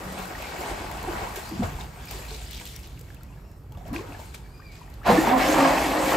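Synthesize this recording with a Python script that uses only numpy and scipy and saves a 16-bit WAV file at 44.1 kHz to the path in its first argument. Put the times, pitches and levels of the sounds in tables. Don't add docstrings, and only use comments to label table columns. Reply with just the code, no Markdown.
import sys
import numpy as np
from scipy import signal
from scipy.fft import rfft, irfft, next_fast_len
from scipy.io import wavfile

SR = 44100
rng = np.random.default_rng(int(sys.argv[2]) if len(sys.argv) > 2 else 0)


def magnitude_from_level(level_db):
    exponent = np.asarray(level_db, float) / 20
    return 10 ** exponent


def unload_audio(sound):
    columns = np.transpose(np.atleast_2d(sound))
    steps = np.round(np.clip(columns, -1, 1) * 32767)
    wavfile.write(sys.argv[1], SR, steps.astype(np.int16))


N = 271849

# t/s, nominal gurgle level/dB, spray above gurgle/dB
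WATER = [(0.0, -39, -7.5), (0.3, -40, -6.5), (0.62, -37, -6.5), (0.92, -38.5, -8.5), (1.1, -35.5, -11),
         (1.16, -33, -11), (1.24, -36.5, -8.5), (1.33, -40, -6.5), (1.56, -42.5, -5), (1.7, -44.5, -2),
         (1.92, -50, -4.5), (2.2, -47, -0.5), (2.45, -53.5, 5.5), (2.7, -57.5, 10), (2.9, -58.5, 1.5),
         (3.2, -59, -4), (3.4, -59.5, -5.5), (3.66, -65.5, -4), (3.75, -58.5, -8), (3.85, -56, -7),
         (3.95, -51, -15), (4.1, -46, -9), (4.3, -53, -3.5), (4.55, -61, -2.5), (4.8, -57, -3.5),
         (5.04, -55.5, -6)]
# t/s, nominal gurgle level/dB, spray above gurgle/dB, amplitude fade to 1/e /s
SLAPS = [(.17, -40.5, -4, 0.093), (.44, -50, -16, 0.027), (.6, -39.5, -5.5, 0.11), (.69, -42, -7, 0.071),
         (1.08, -42, -33, 0.03), (1.22, -34.5, -20, 0.016), (1.352, -39.5, -0.5, 0.045),
         (1.623, -31, -9, 0.03), (1.65, -40, -12, 0.035), (1.79, -43, -10, 0.031), (2.1, -47.5, 3, 0.057),
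         (2.6, -45, -5, 0.027), (3.72, -63, -28, 0.12), (3.855, -49.5, -7, 0.11), (3.927, -42, -4, 0.071),
         (4.186, -55, 5, 0.059), (4.337, -46.5, 4, 0.0069), (4.71, -58, 2, 0.044)]
# t/s, churn level/dB, spray above churn/dB, splash lift/dB
FROTH = [(5.03, -66, -18, 12), (5.045, -41, -24, 10), (5.052, -34.5, -17, 4), (5.066, -22.5, -15.5, 2),
         (5.098, -17.5, -15.5, -9), (5.15, -22, -10.5, -4.5), (5.225, -24.5, -9, -9),
         (5.284, -18.5, -16.5, -4.5), (5.36, -25, -15, -11), (5.385, -21.5, -12.5, -6),
         (5.42, -25, -11, 5.5), (5.52, -23.5, -7, -6), (5.57, -19, -16.5, -4), (5.612, -21.5, -11, -2.5),
         (5.66, -21, -11.5, -0.5), (5.73, -23, -9.5, -1), (5.8, -26.5, -5.5, -0.5), (5.87, -25.5, -8, -1.5),
         (5.93, -25, -9, -3.5), (6.0, -25.5, -8, -4.5), (6.1, -27, -4.5, 0), (6.16, -21, -13.5, -4)]
# f/Hz, level/dB per Hz
GURGLE_SPECTRUM = [(180, 7), (300, 3.5), (450, 4.5), (750, 10), (950, 5), (1150, 5), (1500, 1)]
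SPLASH_SPECTRUM = [(1200, -19), (1600, 6), (2500, 9.5), (3100, -30), (4200, -5.5), (5500, -6.5)]
SPRAY_SPECTRUM = [(3000, 12.5), (4500, 12), (6000, -2.5), (7200, 8.5), (8500, 10.5), (9400, 3),
                  (10000, 10.5), (10700, 6), (11500, 4.5), (13000, 2.5), (14500, 5), (15800, 10)]
CHURN_SPECTRUM = [(150, -5), (220, -3), (310, -0.5), (420, -7.5), (550, -0.5), (770, 3), (1050, -1),
                  (1400, -23.5), (1900, -8), (2400, -27)]
TOWN_SPECTRUM = [(35, -10), (55, 0), (80, -10.5), (130, -11.5), (200, -20), (300, -25.5), (450, -30),
                 (900, -75), (1500, -79)]
AIR_SPECTRUM = [(4000, -11), (7000, -20), (10000, -5), (13000, 3), (15500, 7)]
DROPLET_SPECTRUM = [(1900, -30), (2500, 7), (3500, 7), (4500, 4.5), (6000, 2.5), (8000, -2.5)]
# f/Hz, correlation
CORRELATION = [(60, .99), (200, .98), (350, .96), (500, .88), (1000, .72), (1500, .52), (2500, .88),
               (4500, .78), (5600, .66), (6100, .72), (6600, .8), (8800, .8), (9500, .99), (10300, .99),
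               (11000, .84), (14700, .84), (15300, .985)]
# t/s, level/dB before left-right balance
RUMBLE = [(0.0, -33), (0.25, -42.5), (0.5, -40), (1.1, -39), (1.4, -44.5), (1.63, -33.5), (1.8, -37),
          (1.94, -39), (2.7, -41.5), (3.5, -41.5), (3.93, -39), (4.3, -42.5), (5.2, -40), (5.45, -39.5),
          (6.16, -41.5)]
# t/s, nominal f/Hz, nominal level/dB
THRUSTER_SUBMERGED = [(0.02, 186.5, -59), (0.12, 189.7, -40), (0.2, 188.6, -41.5), (0.3, 181, -62)]
# t/s, nominal f/Hz, nominal level/dB, second harmonic level/dB
THRUSTER_LOW = [(5.28, 259.3, -44, -62), (5.33, 257, -22, -27), (5.37, 259.9, -23, -36),
                (5.41, 263.4, -38, -40), (5.44, 267.4, -36, -38), (5.5, 269.4, -42, -29.5),
                (5.56, 270.7, -38, -36.5), (5.6, 274, -21, -27), (5.65, 267.5, -26, -31),
                (5.71, 269.4, -31.5, -28), (5.79, 267, -35.5, -50), (5.93, 265.6, -39.5, -35),
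                (6.16, 268, -61, -36)]
# t/s, nominal f/Hz, nominal level/dB
THRUSTER_HIGH = [(5.13, 306.6, -38), (5.19, 314.3, -20), (5.258, 328.8, -43), (5.43, 294.7, -44),
                 (5.482, 300, -23), (5.52, 307.7, -20), (5.56, 319.6, -26), (5.599, 319, -32.5),
                 (5.8, 314.4, -66), (5.858, 306.2, -20), (5.9, 306.2, -42), (5.99, 311.3, -26),
                 (6.04, 310.4, -33.5), (6.16, 309, -31)]
# t/s, #
# nominal level/dB, starting f/Hz, t60/s, share by which the mean pitch over t60 exceeds the starting pitch
BUBBLES = [(.174, -32, 754, .05, 0.37), (.2, -41, 400, .08, 0), (.351, -30, 1875, 0.027, 0.024),
           (.4, -26.5, 620, 0.039, 0), (.585, -28.5, 325, 0.098, 0.34), (.61, -31, 700, 0.096, 0.13),
           (.687, -24.5, 713, 0.044, 0.3), (0.711, -22, 327, 0.056, 0.11), (.728, -25, 566, 0.035, 0.12),
           (.8, -30, 310, 0.086, 0), (.84, -29, 690, .04, 0.076), (.965, -33, 728, 0.066, 0.03),
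           (1.047, -26, 890, 0.025, 0.067), (1.074, -24.5, 730, 0.055, 0), (1.088, -26, 312, 0.1, 0),
           (1.216, -27.5, 815, 0.055, 0.1), (1.27, -30, 940, 0.056, 0.19),
           (1.075, -25.5, 342.6, 0.2, 0.067), (1.372, -23, 375, 0.045, 0.013),
           (1.512, -26, 312, 0.15, 0.12), (1.515, -30, 198.5, 0.33, 0), (1.593, -10.5, 198.7, 0.091, 0.041),
           (1.61, -7, 208.2, 0.055, 0.19), (1.622, -20.5, 704, 0.074, 0.049), (1.625, -26, 485, 0.061, 0),
           (1.633, -14, 69, 0.13, 0.46), (1.69, -28, 60, 0.11, 0.043), (1.745, -14, 57.3, 0.09, 0),
           (1.8, -33, 59.4, .12, 0.044), (1.84, -25, 56, 0.11, 0), (1.655, -35, 1456, .04, 0.27),
           (1.69, -45, 910, 0.029, 0.21), (1.787, -27, 862, 0.032, 0.3), (1.815, -33, 815, 0.03, 0.15),
           (1.97, -41, 700, 0.064, 0.011), (2.0, -41, 910, 0.047, 0.002), (2.035, -43, 1590, .04, 0.084),
           (2.141, -38.5, 392, 0.21, 0.019), (2.054, -47, 6500, .02, .05), (2.084, -37, 5000, .025, .03),
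           (2.109, -38, 7300, 0.023, 0.3), (2.134, -33, 984, .03, 0), (2.173, -39, 4530, .025, 0.085),
           (2.222, -40, 2300, .04, 0.26), (2.285, -38, 4150, 0.034, 0.15), (2.345, -36, 3800, 0.033, 0.09),
           (2.416, -42, 3700, .02, .05), (2.463, -38, 4600, .02, .05), (2.473, -37.5, 5000, 0.022, .03),
           (2.488, -44, 3100, .02, 0.14), (2.518, -39, 4910, 0.022, 0.24), (2.667, -40, 7300, .02, .03),
           (2.672, -42, 4070, .02, .03), (2.752, -49, 4000, 0.018, .15), (2.759, -38, 5640, .02, .1),
           (2.872, -47, 3570, .02, 0), (2.913, -44, 650, 0.044, 0), (2.944, -52, 848, .04, .05),
           (3.011, -38, 473, 0.042, 0.081), (3.014, -61, 5150, .025, .03), (3.14, -47, 1510, .025, 0.24),
           (3.168, -49, 2630, .025, 0), (3.208, -57, 4250, .025, .03), (3.245, -55, 1950, .04, 0.07),
           (3.288, -53, 2450, .04, .03), (3.3, -51, 960, 0.087, 0.13), (3.325, -55, 2700, .04, .02),
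           (3.372, -51, 1700, .04, .02), (3.494, -48, 694, .04, 0), (3.51, -63, 1800, .04, .03),
           (3.543, -55, 835, .04, 0), (3.64, -50, 797, .04, .05), (3.703, -54, 810, .05, 0),
           (3.742, -46, 895, .05, 0.085), (3.752, -47, 1126, 0.056, 0.063), (3.772, -43, 559, .05, 0.11),
           (3.883, -38, 472, .04, 0.021), (3.9, -42, 1110, 0.058, 0.07), (3.93, -29.5, 670, 0.035, .1),
           (3.94, -34, 1010, .04, 0.03), (3.953, -36, 1610, 0.036, .03), (4.04, -31, 483, 0.046, 0.0078),
           (4.095, -45, 1360, .04, 0.14), (4.12, -36, 660, .04, 0), (4.147, -38, 1680, 0.035, .05),
           (4.197, -36, 900, .05, 0), (4.395, -46, 850, .04, .05), (4.46, -50, 1700, .04, .02),
           (4.5, -51, 995, .05, 0.035), (4.6, -49, 1550, 0.081, .05), (4.737, -47, 750, .06, 0),
           (4.768, -46, 1780, .025, .05), (4.83, -53, 3030, .03, .02), (4.877, -46, 1850, 0.027, .03),
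           (4.88, -45, 830, 0.059, 0.18), (2.19, -31, 493, 0.049, 0), (2.23, -39, 593, 0.073, 0.12),
           (2.31, -38, 432, 0.25, 0.07), (2.40, -44, 714, 0.15, 0.043), (3.21, -45, 1350, .04, 0.067),
           (3.691, -27, 110, 0.08, 0.29), (3.744, -29, 116.3, 0.17, 0.37), (3.72, -48, 840, 0.12, 0.11),
           (3.77, -44, 683, 0.17, 0.17), (3.81, -39, 707, 0.07, 0.31), (3.855, -39, 625, 0.18, 0.28),
           (3.885, -27.5, 157.4, 0.12, 0.53), (3.91, -23.5, 217.8, 0.065, 0.17),
           (3.925, -17, 264, 0.058, 0.13), (3.948, -26, 324, 0.18, 0.035), (3.992, -27.5, 363, 0.1, 0.15),
           (3.989, -33, 1020, 0.044, 0.086), (4.01, -23, 420, 0.038, 0.042), (4.085, -34, 289, 0.19, 0.013),
           (4.145, -32, 687, .03, 0.047), (4.193, -28, 562, 0.025, 0.2), (4.596, -39, 1110, 0.041, 0.25),
           (4.622, -43, 1710, 0.028, 0.16), (4.814, -36.5, 964, 0.045, 0), (5.016, -39, 1190, 0.034, 0.31),
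           (5.1, -15.5, 766, 0.13, 0.05), (5.12, -12, 171, 0.15, 0.13), (5.175, -22.5, 1760, 0.11, 0.094),
           (5.28, -23, 396, 0.065, 0.23), (5.4, -30, 2180, 0.093, 0.1), (5.44, -24, 2020, .06, 0.052),
           (5.485, -29, 6140, 0.063, 0.063), (5.5, -31.5, 6640, .07, 0.16), (5.52, -33, 6200, .06, .02),
           (5.53, -30, 6700, .05, 0), (5.29, -29, 2520, .05, 0.25), (5.2, -33, 7000, 0.03, .02),
           (5.41, -22.5, 577, 0.094, 0), (5.44, -27, 1695, 0.072, 0.077), (5.51, -27, 1113, 0.072, 0.043),
           (5.555, -24, 805, .08, 0.13), (5.6, -26, 520, .07, .02), (5.62, -19, 850, 0.064, 0.13),
           (5.64, -20, 1590, 0.092, 0.041), (5.655, -16, 1046, 0.077, 0.14), (5.69, -18.5, 722, 0.17, 0.6),
           (5.735, -22, 558, 0.082, 0.074), (5.77, -22.5, 880, 0.099, 0.11), (5.86, -26, 705, 0.069, 0),
           (5.95, -30, 706, 0.12, 0.11), (6.03, -26, 1045, 0.12, 0), (6.09, -27, 1858, 0.15, 0.028),
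           (6.09, -19, 721.5, 0.056, 0.09), (5.07, -14, 722, 0.039, 0.68),
           (5.084, -13.5, 203.3, 0.25, 0.59), (5.097, -13, 467, 0.24, 0.14), (5.27, -13, 910, 0.11, 0.13),
           (5.31, -16.5, 754, 0.36, 0), (5.33, -20, 1020, 0.42, 0.06), (5.58, -18, 791, 0.091, 0),
           (5.601, -17.5, 1150, 0.15, 0.18)]
# delay/s, level/dB before filtering
WALL_ECHOES = [(.019, -6.5), (.033, -9), (.047, -9.5)]
# t/s, nominal level/dB, starting f/Hz, relative tick level/dB
DROPS = [(0.189, -39, 2310, -17), (0.2537, -33, 1440, -26), (.0428, -56, 2000, -20),
         (.0902, -53, 2000, -16), (0.125, -47.5, 2000, -8.5), (0.227, -50, 2500, -11),
         (.3516, -48, 2000, -13), (.381, -48, 2500, -17), (0.423, -29, 2510, -26), (.476, -53, 2500, -18),
         (.604, -44, 2500, -13), (.8744, -57, 2500, -10), (1.0286, -45, 2500, -10), (1.4915, -48, 2500, -9),
         (0.914, -31, 1860, -25), (1.359, -33, 1570, -19), (1.8104, -30, 3640, -38),
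         (2.055, -46, 2390, -12), (2.073, -34, 2300, -28), (2.086, -34, 2280, -30), (2.111, -38, 2410, -11),
         (2.308, -29, 4200, -37), (2.51, -40, 4400, -19), (2.532, -28.5, 3380, -28),
         (2.518, -39, 4300, -26), (2.547, -32, 3600, -27), (2.556, -35, 4600, -28), (2.571, -33, 5200, -28),
         (2.49, -43, 2900, -30), (2.122, -35, 2400, -28), (2.252, -34, 2320, -35), (2.265, -38, 2470, -28),
         (2.675, -39, 3700, -21), (2.755, -41, 3500, -28), (2.763, -34, 5500, -23), (2.873, -41, 3530, -20),
         (2.791, -42, 2500, -22), (2.8, -43, 2400, -25), (2.86, -49, 2300, -30), (2.385, -42, 2310, -30),
         (2.345, -35, 2200, -32), (2.58, -38, 3200, -30), (2.615, -36, 3000, -30), (2.69, -40, 3600, -30),
         (2.599, -33, 2210, -27), (2.654, -34, 3270, -18), (2.833, -34, 5060, -34),
         (2.9753, -41, 2660, -34), (2.9921, -51, 2890, -11), (3.0115, -61, 2790, 3),
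         (3.1033, -39, 1570, -41), (3.104, -48, 2200, -39), (3.146, -51, 1520, -14),
         (3.233, -64.5, 1660, 4.5), (3.515, -62, 1700, -7), (3.722, -45, 3100, -20),
         (3.7225, -53, 4300, -40), (3.723, -48, 5800, -40), (3.773, -43, 3400, -30),
         (3.802, -53, 5300, -28), (3.854, -46, 3000, -34), (4.685, -52, 4150, -35), (4.755, -42, 4500, -35),
         (4.756, -47, 3300, -40), (3.75, -45, 2660, -31), (3.7736, -56, 1510, -14),
         (3.8806, -49, 1800, -15), (3.931, -46, 2500, -16), (3.946, -32, 2660, -29),
         (3.9624, -19.5, 2380, -58), (4.123, -32.5, 2500, -41), (4.3444, -32.5, 2280, -26),
         (4.7541, -46, 2230, -27), (4.901, -50, 4730, -15), (4.94, -40, 4200, -26), (5.033, -36, 1620, -44)]
# t/s, nominal level/dB,
# amplitude fade to 1/e /s
PATTER = [(1.79, -44.5, 0.034), (2.08, -46, 0.11), (2.281, -47, 0.1), (2.45, -56, 0.17), (2.5, -45, .05),
          (2.525, -46, 0.044), (2.555, -45, 0.064), (2.595, -50, 0.022), (2.335, -43, 0.015),
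          (2.14, -57, 0.051), (2.65, -41, 0.015), (2.754, -55, 0.017), (2.83, -51, 0.026), (2.97, -70, .08),
          (3.1, -62, 0.066), (3.72, -69, 0.018), (3.77, -63, 0.016), (3.85, -71, 0.06), (3.945, -45, 0.044),
          (4.12, -54, 0.081), (4.338, -54, 0.033), (4.75, -59, 0.06), (4.93, -62, .03)]
# t/s, nominal f/Hz, nominal level/dB, second harmonic level/dB
BIRD_CALLS = [
    [(3.41, 2780, -86, -76), (3.46, 2730, -70, -71), (3.59, 2680, -83, -78), (3.64, 2740, -87, -84)],
    [(4.44, 2330, -66, -76), (4.46, 2280, -59, -71), (4.5, 2260, -73, -70), (4.55, 2270, -84, -82)],
    [(4.51, 2440, -83, -73), (4.555, 2414, -60, -63), (4.585, 2430, -71, -57), (4.615, 2430, -61, -69),
     (4.645, 2430, -63, -68), (4.7, 2400, -69, -64), (4.75, 2440, -62, -71), (4.79, 2460, -69, -74),
     (4.84, 2400, -68, -78), (4.88, 2430, -78, -82)],
    [(4.62, 2410, -63, -76), (4.665, 2390, -56, -58), (4.69, 2300, -56, -68), (4.71, 2240, -55, -80),
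     (4.74, 2230, -65, -82), (4.78, 2190, -66, -80)],
]
# f/Hz, lag/rad
PORT_LAG = [(7300, 0), (9500, 2.9), (10250, 3.35), (12200, 6.1), (13600, 6.9), (15200, 9.3), (16100, 9.45)]

PIVOT_DB, SPLASH_FOLLOWS_LEVEL, SPLASH_FOLLOWS_SPRAY = -11.5, 1.02, 0.6


def rms_one(x):
    return x / np.sqrt(np.mean(x ** 2) + 1e-20)


def in_time(rows, edge_s=0.008):
    s, *columns = np.transpose(rows)
    t = np.arange(N) / SR
    gate = np.clip(np.minimum(t - s[0], s[-1] - t) / edge_s + 1, 0, 1)
    return [gate] + [np.interp(t, s, column) for column in columns]


def at_hz(points, hz):
    table_hz, values = np.transpose(points)
    return np.interp(np.log(hz), np.log(table_hz), values)


def drift(rate_hz):
    step = 40
    r = np.exp(-2 * np.pi * rate_hz * step / SR)
    white = rng.standard_normal(N // step + 2002)
    slow = signal.lfilter([1], [1, -2 * r, r * r], white)[2000:]
    return np.interp(np.arange(N) / step, np.arange(len(slow)), rms_one(slow))


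def grains(spectrum, per_s, size_db, cycles, patchy_db, patch_hz):
    low, high = spectrum[0][0], spectrum[-1][0]
    centres_hz = np.geomspace(low, high, int(5 * np.log2(high / low)) + 1)
    born = rng.random((2, 2, N)) < per_s / SR
    strength = rng.standard_normal((2, 2, N))
    size = magnitude_from_level(size_db * np.minimum(rng.exponential(1, (2, 2, N)), 4))
    impulses = born * strength * size + 1e-12
    out, together = 0, drift(patch_hz)
    for k, hz in enumerate(centres_hz):
        r, w = np.exp(-np.pi * hz / max(cycles, 1) / SR), 2 * np.pi * hz / SR
        drive = np.roll(impulses[k % 2], 997 * (k // 6), axis=1)
        mid, side = signal.lfilter([1, 0, -1], [1, -2 * r * np.cos(w), r * r], drive) * (1 - r * r)
        alike = np.clip(at_hz(CORRELATION, hz), 0, 1)
        flicker_db = patchy_db * (.3 * together + drift(2 * patch_hz))
        gain = magnitude_from_level(at_hz(spectrum, hz) + flicker_db)
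        out = out + gain * (np.sqrt(1 + alike) * mid + np.sqrt(1 - alike) * side * [[1], [-1]])
    edges_hz = [.8 * low, min(1.2 * high, .45 * SR)]
    band = signal.butter(3, edges_hz, "band", fs=SR, output="sos")
    return rms_one(signal.sosfilt(band, out))


def widen(x, side_db):
    mid, side = (x[0] + x[1]) / 2, (x[0] - x[1]) / 2 * magnitude_from_level(side_db)
    return np.array([mid + side, mid - side])


def balance(left_db):
    return magnitude_from_level([[left_db / 2], [-left_db / 2]])


def burst(s, rise_s, fade_s):
    t = np.maximum(np.arange(N) / SR - s, 0)
    rise = np.minimum(t / max(rise_s, .002), 1) ** 2
    return rise * np.exp(-2 * np.maximum(t - rise_s, 0) / max(fade_s, .005))


def layer_gains(level_db, spray_db, lift_db):
    splash_db = PIVOT_DB + SPLASH_FOLLOWS_LEVEL * (level_db - PIVOT_DB)
    splash_db = splash_db + lift_db + SPLASH_FOLLOWS_SPRAY * spray_db
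    return magnitude_from_level(np.array([level_db, splash_db, level_db + spray_db]))


def add(out, s, sound):
    i = round(s * SR)
    out[..., i:i + sound.shape[-1]] += sound[..., :N - i]


def wavering_tone(rows, waver, waver_hz, rough_db):
    gate, hz, *levels_db = in_time(rows)
    phase = 2 * np.pi * np.cumsum(hz * (1 + waver * drift(waver_hz))) / SR
    tone = sum(magnitude_from_level(level_db) * np.sin((k + 1) * phase + k) for k, level_db in enumerate(levels_db))
    return np.sqrt(2) * gate * tone * magnitude_from_level(rough_db * drift(waver_hz))


def water():
    splash_lift_db, spread_db, left_db = -2, 5, 1.5
    slap_rise_s = 0.012
    calm, *calm_db = in_time(WATER)
    churned, *churned_db = in_time(FROTH)
    gurgle = grains(GURGLE_SPECTRUM, per_s=1600, size_db=1.5, cycles=10, patchy_db=1.8, patch_hz=3)
    churn = grains(CHURN_SPECTRUM, per_s=2400, size_db=2.5, cycles=8, patchy_db=1.8, patch_hz=4)
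    splash = grains(SPLASH_SPECTRUM, per_s=3000, size_db=1.5, cycles=11, patchy_db=2.2, patch_hz=5)
    spray = grains(SPRAY_SPECTRUM, per_s=8000, size_db=2.5, cycles=9, patchy_db=2.8, patch_hz=4)
    power = layer_gains(*calm_db, splash_lift_db) ** 2
    for s, peak_db, spray_db, fade_s in SLAPS:
        slap_power = layer_gains(peak_db, spray_db, splash_lift_db)[:, None] ** 2
        power = power + slap_power * burst(s, slap_rise_s, fade_s)
    pool = sum(gain * layer for gain, layer in zip(np.sqrt(power), (gurgle, splash, spray)))
    froth = sum(gain * layer for gain, layer in zip(layer_gains(*churned_db), (churn, splash, spray)))
    return calm * widen(pool, spread_db) * balance(left_db) + churned * froth


def rumble():
    gate, level_db = in_time(RUMBLE)
    town = grains(TOWN_SPECTRUM, per_s=18000, size_db=-1.5, cycles=35.0, patchy_db=-1.36, patch_hz=0.94)
    return magnitude_from_level(level_db) * balance(-1.5) * town


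def air():
    hiss = grains(AIR_SPECTRUM, per_s=20000, size_db=0.5, cycles=4.0, patchy_db=1.2, patch_hz=3.0)
    return magnitude_from_level(-68) * hiss


def thrusters():
    tables = THRUSTER_LOW, THRUSTER_HIGH, THRUSTER_SUBMERGED
    return sum(wavering_tone(rows, waver=0.014, waver_hz=40.0, rough_db=4) for rows in tables)


def small_bubbles():
    count, low_hz, high_hz = 320, 350.5, 5000
    cycles_to_t60, rise = 16.6, 0.07
    when, size, strength = rng.random((count, 3)).T
    when, hz = when * N / SR, low_hz * (high_hz / low_hz) ** size
    calm_db = np.interp(when, *np.transpose(WATER)[:2]) - 2.5
    froth_db = np.interp(when, *np.transpose(FROTH)[:2]) - 10.5
    treble_lift_db = np.log2(hz / low_hz)
    peak_db = np.maximum(calm_db, froth_db) + treble_lift_db + 13.0 * (strength - .5)
    return [(s, db, f, cycles_to_t60 / f, rise) for s, db, f in zip(when, peak_db, hz)]


def bubbles():
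    scatter_db, wide_above_hz = 6.5, 1000
    out, rows = np.zeros((2, N)), BUBBLES + small_bubbles()
    shake = .7 * np.tile(drift(45), 2)
    for (s, peak_db, hz, t60, rise), place in zip(rows, rng.standard_normal(len(rows))):
        t60 = max(t60, .005)
        t = np.arange(int(1.2 * t60 * SR)) / SR
        swell = (1 - np.exp(-t * hz / 1.2)) * magnitude_from_level(-60 * t / t60)
        own_shake = shake[int(hz * 97) % N:][:len(t)]
        ring = np.sin(2 * np.pi * hz * t * (1 + rise * t / t60) + own_shake)
        pan = balance(scatter_db * min(hz / wide_above_hz, 1) * place)
        add(out, s, pan * magnitude_from_level(peak_db) * swell * ring)
    return out


def walls(x):
    out, dull = np.zeros((2, N)), signal.lfilter([.3], [1, -.7], x)
    low_cut = signal.butter(2, 370, "high", fs=SR, output="sos")
    thin = signal.sosfilt(low_cut, dull)
    for k, (lag_s, level_db) in enumerate(WALL_ECHOES):
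        add(out[k % 2], lag_s, magnitude_from_level(level_db) * thin)
    return out


def drops():
    left_db, scatter_db = 1.5, 7.5
    out, t = np.zeros((2, N)), np.arange(1500) / SR
    noise = rng.standard_normal((len(DROPS), len(t)))
    pans_db = left_db + scatter_db * noise[:, 0]
    for (s, peak_db, hz, bright_db), pan_db, hiss in zip(DROPS, pans_db, noise):
        tick = 10.3 * magnitude_from_level(bright_db) * np.diff(hiss, prepend=0) * np.exp(-t / 0.0026)
        ring = np.sin(2 * np.pi * hz * t * (1 + 11.5 * t)) * np.exp(-t * hz / 5.4)
        puff = 0.078 * hiss * np.exp(-t / 0.0024)
        add(out, s, magnitude_from_level(peak_db - 2.5) * (tick + ring + puff) * balance(pan_db))
    return out


def patter():
    grain = grains(DROPLET_SPECTRUM, per_s=1900, size_db=4, cycles=7.0, patchy_db=2.5, patch_hz=8)
    power = sum(magnitude_from_level(peak_db) ** 2 * burst(s, 0.015, fade_s) for s, peak_db, fade_s in PATTER)
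    return widen(grain, 4.5) * np.sqrt(power)


def bird():
    wavers = (.04, 260), (.01, 80), (.007, 80), (.01, 80)
    calls = zip(BIRD_CALLS, wavers)
    return sum(wavering_tone(rows, waver=share, waver_hz=hz, rough_db=3.5) for rows, (share, hz) in calls)


def scene():
    near = bubbles() + thrusters() + bird() + drops()
    return water() + patter() + rumble() + air() + near + walls(near.mean(axis=0))


def band_limit(x):
    return signal.sosfilt(signal.butter(12, 16500, fs=SR, output="sos"), x)


def record(dry):
    top_hz = 15780
    size = next_fast_len(N + 512)
    hz = np.arange(size // 2 + 1) * SR / size
    lag = np.interp(hz, *np.transpose(PORT_LAG))
    phase_turn = np.exp(.5j * lag * np.array([[-1], [1]]))
    top_cut = np.clip((top_hz - hz) / 100, .01, 1)
    mix = irfft(rfft(dry, size) * phase_turn * top_cut, size)[:, :N]
    return band_limit(mix)


dry = scene()
out = record(dry)
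unload_audio(out)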